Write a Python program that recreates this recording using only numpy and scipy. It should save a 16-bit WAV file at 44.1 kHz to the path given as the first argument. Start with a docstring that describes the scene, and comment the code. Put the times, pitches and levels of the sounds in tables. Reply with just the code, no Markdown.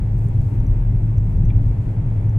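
"""Inside a car at steady speed, about 2.4 s. Throughout: tyres and wind rush dully as shaped stereo noise,
drive-train sines whine, the floor pan thrums, and noise-fed resonances shake the body near 37 Hz and boom
the cabin near 105 Hz around a firing tone. Faint treble rustles start at 0.16, 0.41 and 1.22 s; tiny noise
clicks fall from 0.29 to 1.0 s. From 0.41 s the strongest bumps push low, and the overloaded recorder ticks
thinly at 6 and 12 kHz just before each peak. Near 1.5 s the trim is tapped four times and rings as decaying
sines. The end fades within milliseconds."""
import sys
import numpy as np
from scipy import signal
from scipy.fft import rfft, irfft, next_fast_len
from scipy.io import wavfile
from scipy.ndimage import uniform_filter1d, map_coordinates

SR = 44100
rng = np.random.default_rng(int(sys.argv[2]) if len(sys.argv) > 2 else 0)


def inscribe(sig):
    """Save sig as 16-bit PCM at rate SR to the path in sys.argv[1].

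    A 1-D sig is mono; a 2-D sig holds one channel per row.
    Samples are clipped to [-1, 1] before scaling.
    """
    pcm = np.round(np.clip(np.atleast_2d(sig).T, -1, 1) * 32767)
    wavfile.write(sys.argv[1], SR, pcm.astype(np.int16))


N = 105178
T = np.arange(N) / SR
SMOOTH_S = 0.011  # averaging window of road-driven levels and of the swelling estimate


def amp(db):
    """Linear gain from dB."""
    return 10 ** (np.asarray(db) / 20)


def unit(x):
    """x at rms 1."""
    return x / np.sqrt(np.mean(x ** 2) + 1e-20)


def along(points, hz):
    """(freq_hz, value) points read on a log frequency axis."""
    freq_hz, value = np.transpose(points)
    return np.interp(np.log(hz + 1), np.log(freq_hz + 1), value)


def curve(points):
    """(time_s, value) points read at every sample."""
    time_s, value = np.transpose(points)
    return np.interp(T, time_s, value)


def smooth(x):
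    """Moving average over SMOOTH_S."""
    return uniform_filter1d(x, int(SMOOTH_S * SR))


def wobble(rate_hz):
    """Smooth random curve with rate_hz knots a second."""
    knots = rng.standard_normal(int(N * rate_hz / SR) + 4)
    return map_coordinates(knots, [T * rate_hz])


def filtered(x, response):
    """x times a response of frequency, zero-padded against wrap-around."""
    m = next_fast_len(N + SR // 2)
    return irfft(rfft(x, m) * response(np.fft.rfftfreq(m, 1 / SR)), m)[..., :N]


def tone(hz):
    """Sine of rms 1 that follows a pitch curve from a random phase."""
    cycles = np.cumsum(hz) / SR + rng.random()
    return np.sqrt(2) * np.sin(2 * np.pi * cycles)


def bell(s, width_s):
    """Gaussian bump in time; width_s is its standard deviation."""
    return np.exp(-.5 * ((T - s) / width_s) ** 2)


def ring(shape):
    """Resonance fed by noise, mono, rms 1."""
    return unit(filtered(rng.standard_normal(N), lambda hz: amp(along(shape, hz))))


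def steadied(x, share):
    """x with part of its own swelling divided out, rms 1."""
    size = smooth(np.abs(signal.hilbert(unit(x))))
    return unit(x / (size + 0.11) ** share)


# cabin lean of stereo noise: freq_hz, left_over_right_db
CABIN_LEAN = [(200, .6), (400, -.2), (900, .2), (1800, 4.5), (2800, 5), (5000, -.5), (9000, 1),
              (13000, 1.5)]


def noise(spectrum, alike):
    """Stereo noise of rms 1: mid and side mixed for a given left-right likeness, then leaned."""
    def mid_side(hz):
        turn = np.arccos(np.clip(along(alike, hz), -1, 1)) / 2
        return amp(along(spectrum, hz)) * [np.cos(turn), np.sin(turn)]

    def lean(hz):
        half_db = along(CABIN_LEAN, hz) / 2
        return amp([half_db, -half_db])

    mid, side = filtered(rng.standard_normal((2, N)), mid_side)
    return unit(filtered(np.array([mid + side, mid - side]), lean))


# air hiss spectrum: freq_hz, density_db
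HISS_SPECTRUM = [(2200, -30), (3200, -1), (4000, -2.5), (5000, -5.5), (6300, -5.5), (8000, -5), (10000, -8),
                 (13000, -11.5), (15700, -16.5)]
# treble nearly unrelated left to right: freq_hz, likeness_ratio
AIR_LIKENESS = [(3000, .1)]
HISS_DB = -66  # mean


def hiss():
    """Thin broadband air noise, slightly unsteady."""
    return amp(HISS_DB + 0.73 * wobble(12)) * noise(HISS_SPECTRUM, AIR_LIKENESS)


# tyre and wind rush spectrum: freq_hz, density_db
RUSH_SPECTRUM = [(150, -52.5), (250, -11.5), (281, -11.5), (303, -8.5), (355, -7.5), (375, -18.5),
                 (408, -14.5), (527, -13.5), (789, -21), (850, -21), (925, -22), (1220, -29.5),
                 (2010, -30.5), (2600, -35.5), (2950, -43), (3400, -45), (4130, -64), (7000, -120)]
# likeness of cabin noise, left to right: freq_hz, likeness_ratio
CABIN_LIKENESS = [(100, 0.98), (200, 0.98), (330, .7), (500, 0.021), (760, 0.48), (1200, .3), (1800, -0.36),
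                  (2800, 0.34)]
RUSH_DB = -42  # mean


def rush():
    """Tyres and wind through the trim: dull noise with slow and quick unsteadiness."""
    level_db = RUSH_DB + 1.0 * wobble(1.5) + 0.6 * wobble(16)
    return amp(level_db) * noise(RUSH_SPECTRUM, CABIN_LIKENESS)


# road roar, before ROAR_OVER_DB and wobble: time_s, level_db
ROAR_LEVEL = [(0.03, -30), (0.12, -40.5), (0.15, -31.5), (0.23, -37), (0.27, -29.5), (1.01, -30),
              (1.07, -27), (1.12, -32), (1.46, -27), (1.76, -33), (1.89, -26.5), (1.92, -33.5),
              (2.03, -30.5), (2.38, -35)]
# road roar spectrum: freq_hz, density_db
ROAR_SPECTRUM = [(40, -120), (60, -2), (72, -15.5), (100, -1), (135, -5.5), (152, -7), (178, -15),
                 (200, -12.5), (235, -31), (270, -30.5), (400, -29), (800, -120)]
ROAR_OVER_DB = 6


def roar():
    """Low noise whose level follows the road surface."""
    level_db = curve(ROAR_LEVEL) + ROAR_OVER_DB + 1.4 * wobble(8.9)
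    return amp(level_db) * noise(ROAR_SPECTRUM, CABIN_LIKENESS)


# drive-train tones, mean values before lean: pitch_hz, level_db
WHINE_TONES = [(179, -39.5), (247, -56.5), (403, -53), (428, -63.5), (528, -63.5), (806, -61.5),
               (905, -61.5)]


def engine():
    """Faint drive-train sines, unsteady in pitch and level."""
    out = np.zeros(N)
    for pitch_hz, level_db in WHINE_TONES:
        level = amp(level_db + 0.35 * wobble(5.3))
        out += level * tone(pitch_hz * (1 + .003 * wobble(3)))
    return out


# rustles, before flutter: start_s, length_s, level_db
RUSTLE_TIMES = [(.16, .13, -63), (.41, .17, -67), (1.22, .14, -69)]
# rustle spectrum: freq_hz, density_db
RUSTLE_SPECTRUM = [(3000, -20), (4500, -6), (8500, 0), (11000, -6), (13000, -6), (14500, -3), (15700, -6)]
RUSTLE_EDGE_S = .025


def rustles():
    """Faint rustling nearby: ramped treble noise with a rapid random flutter."""
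    edge = lambda u: np.clip(u / RUSTLE_EDGE_S, 0, 1)
    swell = np.zeros(N)
    for start_s, length_s, level_db in RUSTLE_TIMES:
        swell += amp(level_db) * edge(T - start_s) * edge(start_s + length_s - T)
    return swell * amp(2.1 * wobble(90)) * noise(RUSTLE_SPECTRUM, AIR_LIKENESS)


# tiny clicks, before CLICK_TRIM_DB and lean: centre_s, level_db
CLICK_TIMES = [(0.287, -50.5), (0.293, -71.5), (0.416, -54), (0.679, -55.5), (0.728, -58.5), (1.005, -62)]
CLICK_HZ, CLICK_WIDE_HZ, CLICK_S = 9000, 1900, .0015  # widths are standard deviations
CLICK_TRIM_DB, CLICK_LEAN_DB = -4.5, 1.5


def clicks():
    """Tiny clicks nearby: millisecond bursts of treble noise, stronger on the left."""
    band = lambda hz: np.exp(-.5 * ((hz - CLICK_HZ) / CLICK_WIDE_HZ) ** 2)
    snap = unit(filtered(rng.standard_normal((2, N)), band))
    bursts = sum(amp(db + CLICK_TRIM_DB) * bell(s, CLICK_S) for s, db in CLICK_TIMES)
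    return bursts * snap * amp([[CLICK_LEAN_DB], [-CLICK_LEAN_DB]])


# trim taps: start_s, base_db, main_mode_offset_db, offset_over_3khz_db
TAP_TIMES = [(1.4865, -32, -20, -14), (1.5022, -31, 0, 2), (1.5095, -39, 0, 0), (1.544, -46, -10, 0)]
# trim modes, main first: pitch_hz, left_gain_ratio, right_gain_ratio, t60_s
TRIM_MODES = [(2370, 1, .15, .028), (2050, .17, .08, .025), (2700, .19, .08, .025), (3380, .16, .2, .022),
              (3520, .1, .08, .025)]


def taps():
    """Plastic trim rings as brief decaying modes; the main one sits on the left."""
    out = np.zeros((2, N))
    for start_s, base_db, main_db, upper_db in TAP_TIMES:
        t = np.maximum(T - start_s, 0)
        attack = 1 - np.exp(-t / .0015)
        for k, (pitch_hz, left, right, t60_s) in enumerate(TRIM_MODES):
            mode_db = base_db + main_db * (k == 0) + upper_db * (pitch_hz > 3000)
            mode_db += rng.normal(0, 1.5)
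            mode = amp(mode_db - 60 * t / t60_s) * np.sin(2 * np.pi * pitch_hz * t)
            out += np.array([[left], [right]]) * mode * attack
    return out


# floor-pan thrum, before THRUM_UNDER_DB: time_s, level_db
THRUM_LEVEL = [(0.0, -42.5), (0.16, -43), (0.2, -50.5), (0.29, -40), (0.34, -44.5), (0.4, -40),
               (0.5, -44.5), (0.53, -34), (0.56, -43.5), (0.66, -32), (0.69, -38), (1.29, -43.5),
               (1.64, -34), (1.66, -38.5), (1.9, -41), (1.92, -43), (1.96, -42), (2.38, -40.5)]
# floor-pan resonance: freq_hz, density_db
PAN_SPECTRUM = [(150, -120), (205, -13), (245, 1.5), (280, 0), (320, -15.5), (450, -120)]
THRUM_UNDER_DB = 1.5
STEADY_BOOM = 0.78  # exponent of swelling divided out, shared with the boom


def thrum():
    """The floor pan hums in uneven surges; only its mono part is steadied."""
    pan = noise(PAN_SPECTRUM, CABIN_LIKENESS)
    mid = pan.mean(0)
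    return amp(curve(THRUM_LEVEL) - THRUM_UNDER_DB) * (steadied(mid, STEADY_BOOM) + (pan - mid))


# overload ticks and the bumps behind them, before lean: tick_s, tick_db, tick_width_ms, push_db, push_sign
BUMP_TIMES = [(.409, -62, .4, -12, 1), (0.6008, -53, .6, -14, -1), (0.6675, -52, .6, -14, 1),
              (0.7095, -61, .4, -14, -1), (1.1818, -44.5, .5, -8, 1), (1.374, -62, .4, -17, 1),
              (1.4537, -55, 1.3, -9, 1), (1.4932, -54, .3, -10, -1), (1.5652, -53, .4, -9, -1),
              (1.580, -57, .35, -14, 1), (1.667, -58, .5, -13, -1), (2.2956, -50, .5, -12, 1)]
TICK_HZ, TICK_OCTAVE_DB = 6000, -5


def overload_ticks():
    """The recorder overloads at the strongest bumps: brief 6 and 12 kHz sines just before each peak."""
    sines = np.sin(2 * np.pi * TICK_HZ * T)
    sines += amp(TICK_OCTAVE_DB) * np.sin(2 * np.pi * 2 * TICK_HZ * T)
    return sum(amp(db) * bell(s, width_ms * 1e-3) for s, db, width_ms, _, _ in BUMP_TIMES) * sines


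PUSH_S, PUSH_LAG_S = 0.0032, 0.0011  # width; peak after tick


def bumps():
    """Each strong bump is one low push with a dip of opposite sign on either side."""
    out = np.zeros(N)
    for tick_s, _, _, push_db, sign in BUMP_TIMES:
        peak_s = tick_s + PUSH_LAG_S
        push = bell(peak_s, PUSH_S) * (1 - ((T - peak_s) / PUSH_S) ** 2)
        out += sign * amp(push_db) * push
    return out


# body shake, before smoothing and lean: time_s, level_db
SHAKE_LEVEL = [(0.0, -25), (0.03, -22.5), (0.38, -24.5), (0.4, -14), (0.48, -31.5), (0.61, -17),
               (0.63, -24), (0.66, -17), (0.82, -20.5), (0.84, -26.5), (0.89, -13.5), (0.93, -31.5),
               (0.95, -20), (1.16, -23.5), (1.24, -19.5), (1.32, -26.5), (1.36, -14.5), (1.39, -19.5),
               (1.71, -15.5), (1.74, -27), (1.8, -24.5), (1.83, -33.5), (1.87, -21), (1.9, -28),
               (2.12, -21), (2.27, -27), (2.29, -18), (2.33, -41), (2.35, -28), (2.38, -19.5)]
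# body resonance: freq_hz, density_db
SWAY_SPECTRUM = [(8, -32.5), (18, -10.5), (28, -3.5), (37, 4), (46, -0.5), (56, -8.5), (70, -25.5),
                 (120, -120)]
STEADY_SHAKE = 0.51  # exponent of swelling divided out
SHAKE_LEAN_DB = 0.3


def shake():
    """The road drives the body's low resonance, stronger on the left."""
    body = steadied(ring(SWAY_SPECTRUM), STEADY_SHAKE)
    return amp(smooth(curve(SHAKE_LEVEL))) * body * amp([[SHAKE_LEAN_DB], [-SHAKE_LEAN_DB]])


FIRING_HZ, FIRING_DB = 109, 0.5  # mean pitch; level over the cabin resonance


def firing():
    """The engine's firing tone: one sine, its pitch drifting slightly."""
    return amp(FIRING_DB) * tone(FIRING_HZ + 0.55 * wobble(2.4))


# cabin boom, before smoothing and lean: time_s, level_db
BOOM_LEVEL = [(0.0, -25), (0.16, -18), (0.17, -24.5), (0.26, -16.5), (0.32, -26), (0.36, -14),
              (0.45, -22.5), (0.48, -12), (0.5, -23), (0.6, -14), (0.63, -26.5), (0.66, -26.5), (0.7, -15),
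              (0.77, -26), (0.95, -16.5), (0.97, -23.5), (1.15, -19), (1.17, -19), (1.34, -25), (1.38, -14),
              (1.4, -26), (1.46, -28), (1.49, -16.5), (1.54, -24), (1.57, -13.5), (1.64, -28.5),
              (1.68, -18.5), (1.76, -27.5), (1.79, -12.5), (1.82, -18), (1.85, -34), (1.88, -23),
              (1.9, -15.5), (1.95, -25.5), (1.99, -21), (2.02, -26), (2.09, -19.5), (2.14, -24.5),
              (2.19, -14.5), (2.23, -28.5), (2.24, -19), (2.3, -16), (2.34, -21.5), (2.38, -11.5)]
# cabin resonance: freq_hz, density_db
CABIN_SPECTRUM = [(50, -120), (76, -17.5), (88, -9.5), (98, 0), (110, -4), (125, -8), (138, -15.5),
                  (190, -120)]


def boom(firing_tone):
    """The road drives the cabin resonance; the firing tone sits inside it."""
    cabin = ring(CABIN_SPECTRUM) + firing_tone
    return amp(smooth(curve(BOOM_LEVEL))) * steadied(cabin, STEADY_BOOM)


def scene():
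    """All layers; body, engine, bumps and overload ticks lean slightly left."""
    firing_tone = firing()
    main = shake() + boom(firing_tone) + engine() + bumps() + overload_ticks()
    background = roar() + hiss() + rush() + thrum() + taps() + clicks() + rustles()
    return main * amp([[.35], [-.35]]) + background


TOP_HZ, FADE_S = 15760, .006


def record(dry):
    """Round large peaks softly, fade the end, cut all above TOP_HZ."""
    soft = dry / (1 + np.abs(dry / 0.86) ** 4) ** (1 / 4)
    fade = np.sin(np.pi / 2 * np.clip((T[-1] - T) / FADE_S, 0, 1)) ** 2
    return filtered(soft * fade, lambda hz: hz < TOP_HZ)


dry = scene()
out = record(dry)
inscribe(out)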